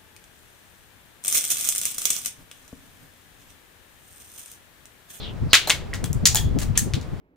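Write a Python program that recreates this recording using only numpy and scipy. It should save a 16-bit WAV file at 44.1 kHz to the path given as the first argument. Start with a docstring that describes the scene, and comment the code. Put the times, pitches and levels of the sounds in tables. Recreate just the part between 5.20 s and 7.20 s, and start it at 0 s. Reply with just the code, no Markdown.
"""A light breeze rumbles on the microphone over a soft hush, and a far bird calls twice.
From 0.3 s dry seed pods burst under a pergola beside a house, each a snap of tearing fibres.
Roof and wall throw every crack back, and the nearest cracks overload the microphone.
Seeds and husks then knock on beams and tick on the ground, some ringing briefly.
The rumble is loudest at 1.3 s; the last cracks come near 1.6 s and a few more ticks follow."""
import sys
import numpy as np
from scipy import signal
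from scipy.fft import rfft, irfft
from scipy.io import wavfile
from scipy.ndimage import uniform_filter1d

SR = 44100
rng = np.random.default_rng(int(sys.argv[2]) if len(sys.argv) > 2 else 0)


def to_wav(sig):
    """Store sig (one row per channel, or 1-D mono) as 16-bit WAV at the path in sys.argv[1].

    Samples outside -1..1 are clipped; the rate is SR.
    """
    pcm = np.clip(np.atleast_2d(sig), -1, 1) * 32767
    pcm = np.round(pcm).astype(np.int16)
    wavfile.write(sys.argv[1], SR, pcm.T)  # frames by channels


N = 88200

# tone of the outdoor hush (frequency [Hz], relative level [dB])
AIR_TONE = [(180, -32), (300, -2), (447, -4.5), (1810, -16.5), (3290, -23.5), (13500, -39)]
# tone of the wind (frequency [Hz], relative level [dB])
WIND_TONE = [(20, -7.5), (45, -1.5), (110, 0), (200, -7.5), (330, -19), (700, -29)]
# how alike the wind is left and right (frequency [Hz], likeness [-1 to 1])
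WIND_LIKENESS = [(30, 0.81), (130, -0.23), (400, -0.31)]
# level of the low wind rumble, which dips just after the first loud crack (time [s], level [dB])
RUMBLE_LEVELS = [(0, -35.5), (.3, -32.5), (.37, -44.5), (.54, -35), (1.05, -28.5), (1.301, -22), (1.7, -31),
                 (2, -34.5)]
# swirls of air hitting the microphone (time [s], level [dB], centre [Hz])
WIND_SWIRLS = [(0.21, -23, 99), (.24, -26, 105), (.817, -29.5, 172), (0.885, -25.5, 113), (.94, -24, 108.5),
               (1.017, -24.5, 147), (1.245, -21.5, 90.5), (1.345, -25.5, 228), (1.483, -24, 86),
               (1.605, -27.5, 129), (1.65, -29.5, 164), (1.719, -23.5, 100), (1.752, -27, 167),
               (1.913, -28.5, 111)]
# far bird calls (time [s], length [s], start pitch [Hz], end pitch [Hz], level [dB])
BIRD_CALLS = [(-.06, .21, 4440, 2817, -38), (0.285, 0.081, 4570, 4380, -39.5)]
# how long the yard echoes (frequency [Hz], time to fade 60 dB [s])
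YARD_FADE = [(300, 0.97), (1500, 0.42), (3500, 0.48), (7000, 0.28), (15000, 0.11)]
# how alike the echoes are left and right (frequency [Hz], likeness [0 to 1])
ECHO_LIKENESS = [(300, 1), (1200, 0.88), (2500, 0.5), (4500, 0.34), (8000, 0.18), (14000, 0)]
# struck husks and beams (time [s], pitch [Hz], level [dB], time to fade 60 dB [s])
RINGING_PARTS = [(.4735, 4130, -17.5, 0.012), (.4740, 772, -16, 0.043), (.5030, 2090, -11.5, 0.045),
                 (.7320, 1960, -19, 0.019), (1.0554, 6916, -2.5, 0.11), (1.0554, 2017, -16.5, 0.033),
                 (1.1472, 841, -17, 0.073), (1.1565, 1800, -21.5, 0.11), (1.1565, 6740, -10.5, 0.06),
                 (1.1697, 3367, -12, 0.067), (1.5771, 6385, -10.5, 0.045), (1.5771, 1772, -20.5, 0.035),
                 (0.8427, 3260, -29, .02)]
# tone of a dry husk (frequency [Hz], relative level [dB])
HUSK_TONE = [(100, -1.5), (400, 3), (800, -0.5), (1600, 2), (4200, 0), (5300, -1), (7000, 3), (11000, 1.5),
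             (15500, 6)]
# loud cracks and their close, sharp echoes (time [s], level [dB], peak [Hz],
# fall below the peak [dB/octave], fall above it [dB/octave], tearing time [s], echo [dB])
CRACKS_AND_ECHOES = [(0.332, 12, 3550, 9.5, 12.5, 0.00096, -5.5), (0.3414, 5, 2320, 11, 8.5, 0.001, -5.5),
                     (0.345, -2, 3000, 8.5, 15, .0005, -5), (0.3532, 2.5, 3500, 12, 14.5, 0.00043, -2.5),
                     (0.4971, -5.5, 5540, 1, 12, 0.0016, -5.5), (0.5008, -5.5, 6800, 2.5, 22, 0.0012, -3.5),
                     (.5030, -2, 3100, 12, 9.5, 0.0014, -6), (0.5079, -5.5, 3380, 5.5, 10, 0.0014, -1.5),
                     (1.0553, 4, 5820, 8.5, 13.5, 0.0023, 1.5),
                     (1.5755, -4, 8700, 12.5, 11.5, 0.00084, -11.5),
                     (1.577, -0.5, 8530, 7, 15.5, 0.00084, -2.5)]
# seeds and husks landing (same columns as CRACKS_AND_ECHOES)
LANDINGS = [(.4735, -15.5, 9100, 0.17, 2.5, 0.0027, 6), (0.7381, -21, 6130, 0.55, 10.6, 0.0014, 1.5),
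            (0.7454, -25, 4960, 0.48, 14, 0.0004, 1), (0.842, -14, 7900, 1.4, 5, 0.0012, -3.5),
            (0.9306, -18, 7500, 13, 10, 0.00081, -7), (1.1472, 0, 14100, 3.7, 3.5, 0.0011, -3.5),
            (1.1565, -5.5, 6500, 7.4, 10.4, 0.00098, -2), (1.1691, -13, 3640, 11, 5.4, 0.0029, 3.5),
            (1.3884, -20, 7100, 2.2, 9.4, 0.0003, 4.5), (1.4164, -22.5, 6260, 0.3, 6.2, 0.0025, 8),
            (1.5548, -29.5, 3090, 6.5, 15.4, 0.0028, 10.5), (1.7368, -16.5, 3820, 8.5, 12.3, 0.0012, -1),
            (1.7427, -22, 4140, 6.1, 16, 0.0013, -0.5), (1.8132, -33, 4960, 5.4, 12, 0.00095, 1.5)]

WIND_LEFT_DB, DIRECT_LEFT_DB = 4, 1.6  # how much louder the left side is


def amp(db):
    """Turns decibels into a gain."""
    return 10 ** (np.asarray(db) / 20)


def unit(x):
    """Scales a sound to an average (rms) strength of 1."""
    return x / np.sqrt(np.mean(x ** 2) + 1e-20)


def packed(sound, level_db):
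    """Gives a short sound the energy of level_db held for half a millisecond."""
    return amp(level_db) * sound * np.sqrt(0.0005 * SR / np.sum(sound ** 2))


def lean_left(db):
    """Two gains that make the left side db louder than the right."""
    return amp([[db / 2], [-db / 2]])


def axes(size):
    """The times and frequencies of a sound that is size samples long."""
    return np.arange(size) / SR, np.fft.rfftfreq(size, 1 / SR)


def read(points, hz):
    """Reads between a table's rows on a log-frequency scale."""
    f, value = np.transpose(points)
    return np.interp(np.log(hz + 1), np.log(f + 1), value)


def add(mix, time_s, sound):
    """Mixes a stereo sound in, cutting off what falls outside."""
    at = round(time_s * SR)
    part = mix[:, max(at, 0):]
    sound = sound[:, max(-at, 0):][:, :part.shape[1]]
    part[:, :sound.shape[1]] += sound


def causal(gain_db):
    """A filter with these gains that never sounds before it is struck (minimum phase)."""
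    log_gain = np.log(amp(np.maximum(gain_db, -100)))
    mirrored = np.r_[log_gain, log_gain[-2:0:-1]]
    return np.exp(np.conj(signal.hilbert(mirrored)))[:len(gain_db)]


def noise_pair(gain, likeness, size):
    """Left and right noise, partly alike, with its tone set by gain."""
    left, other = rfft(rng.standard_normal((2, size)))
    right = likeness * left + np.sqrt(1 - likeness ** 2) * other
    return unit(irfft(np.array([left, right]) * gain, size))


def air(level_db=-44):
    """A quiet, steady outdoor hush."""
    _, hz = axes(N)
    return amp(level_db) * noise_pair(amp(read(AIR_TONE, hz)), likeness=0.37, size=N)


def breeze():
    """Wind on the microphone: a low rumble whose level rises and dips."""
    t, hz = axes(N)
    when, level_db = np.transpose(RUMBLE_LEVELS)
    tone = amp(read(WIND_TONE, hz)) / (1 + (hz / 800) ** 4)
    rumble = noise_pair(tone, read(WIND_LIKENESS, hz), N)
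    return rumble * amp(np.interp(t, when, level_db)) * lean_left(WIND_LEFT_DB)


def swirl(level_db, centre_hz, length_s=0.046, width_octaves=0.54):
    """A swirl of air hits the microphone with a short, soft thump."""
    size = int(length_s * SR)
    _, hz = axes(size)
    hump = 1 / (1 + (np.log2((hz + 1) / centre_hz) / width_octaves) ** 2)
    tone = hump / (1 + (hz / (4 * centre_hz)) ** 4)
    puff = noise_pair(tone, read(WIND_LIKENESS, hz), size) * np.hanning(size)
    return amp(level_db) * unit(puff) * lean_left(WIND_LEFT_DB)


def bird(length_s, start_hz, end_hz, level_db, width_hz=1070):
    """A hoarse falling whistle, blurred by distance."""
    size = int(length_s * SR)
    _, hz = axes(size)
    blur = noise_pair(1 / (1 + (2 * hz / width_hz) ** 2), likeness=0.45, size=size)
    pitch = np.geomspace(start_hz, end_hz, size)
    whistle = np.sin(2 * np.pi * np.cumsum(pitch) / SR)
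    return amp(level_db) * unit(blur * whistle) * np.hanning(size)


def pergola(size, build_s=0.00295, hold_s=0.0058, fade_s=0.2, yard_db=-13):
    """Echoes at one spot: quick ones from roof and wall, then a faint tail from the yard."""
    t, hz = axes(size)
    dull = 1 / np.hypot(1, (hz / 13500) ** 2)  # thatch and vines soak up the top treble
    early, yard = (noise_pair(dull, read(ECHO_LIKENESS, hz), size) for _ in range(2))
    wall_slap = 1 + amp(-2.5) * np.exp(-((t - 0.017) / 0.0032) ** 2)  # arrives after 17 ms
    early *= wall_slap * np.minimum(t / build_s, 1) ** 2
    early *= amp(-60 * np.maximum(t - hold_s, 0) / fade_s)
    band_hz, when, bands = signal.stft(yard, SR, nperseg=256)
    bands *= amp(-60 * when / read(YARD_FADE, band_hz)[:, None])  # low notes last longest
    yard = signal.istft(bands, SR, nperseg=256)[1][:, :size] * np.minimum(t / hold_s, 1)
    return (unit(early) + amp(yard_db) * unit(yard)) / np.sqrt(2 * size)


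def heard(direct, spread, echo_db, size=32768):
    """The direct sound reaches the microphone; the sound spread all around returns as echoes."""
    _, hz = axes(size)
    lag_s = 0.00002 * (1 + hz / 24300)  # the right side hears it later, more so in the treble
    delay = np.exp(-2j * np.pi * hz * lag_s)
    stereo = irfft(rfft(direct, size) * np.array([np.ones(len(hz)), delay]))
    echoes = signal.fftconvolve(spread[None], pergola(size), axes=1)[:, :size]
    fade = np.minimum(1, 2 * np.linspace(1, 0, size)) ** 2
    return (stereo + amp(echo_db) * echoes) * fade * lean_left(DIRECT_LEFT_DB)


def ring(pitch_hz, level_db, fade_s, rise_s=0.00095, rattle_depth=1.8, rattle_hz=130, size=16384):
    """A struck husk or beam rings with one dying note, made rough by rattling."""
    t, hz = axes(size)
    a, b = rattle_depth * noise_pair(1 / (1 + (hz / rattle_hz) ** 2), likeness=0, size=size)
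    rattle = 1 + a + 1j * b  # shakes both loudness and pitch
    note = (rattle * np.exp(2j * np.pi * pitch_hz * t)).imag
    envelope = amp(-60 * t / fade_s) * (1 - np.exp(-t / rise_s))
    note = packed(note * envelope, level_db)
    return heard(note, note, echo_db=-1.5)


def crack(level_db, peak_hz, fall_below, fall_above, tear_s, echo_db, size=4096):
    """A pod's crack, its sharp echo or a landing: a snap and a dying crackle, toned by the husk."""
    t, hz = axes(size)
    fibres, uneven = rng.standard_normal((2, size))
    uneven_db = unit(uniform_filter1d(uneven, size=12))  # the tearing wavers by about 1 dB
    burst = fibres * amp(uneven_db) * np.exp(-t / tear_s)
    burst[0] = 4.6  # the first snap
    octaves = np.log2((hz + 20) / peak_hz)
    distance = np.hypot(octaves, 0.037)  # octaves from the peak, with a rounded tip
    fall_db = fall_below * (distance - octaves) / 2 + fall_above * (distance + octaves) / 2
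    husk = causal(read(HUSK_TONE, hz) - fall_db)
    direct = packed(irfft(rfft(burst) * husk), level_db)
    spread = packed(irfft(husk), level_db)
    return heard(direct, spread, echo_db)


def scene():
    """Lays cracks, rings, swirls and bird calls over the breeze and the hush."""
    mix = breeze() + air()
    for source, table in ((crack, CRACKS_AND_ECHOES + LANDINGS), (ring, RINGING_PARTS),
                          (swirl, WIND_SWIRLS), (bird, BIRD_CALLS)):
        for time_s, *row in table:
            add(mix, time_s, source(*row))
    return mix


def record(dry):
    """The microphone clips the loudest cracks, then the treble above 16 kHz is cut."""
    clipped = np.clip(dry, -1, 1)
    low_pass = signal.firwin(255, 16000, window=("kaiser", 8), fs=SR)
    return signal.oaconvolve(clipped, low_pass[None], "same")


dry = scene()
out = record(dry)
to_wav(out)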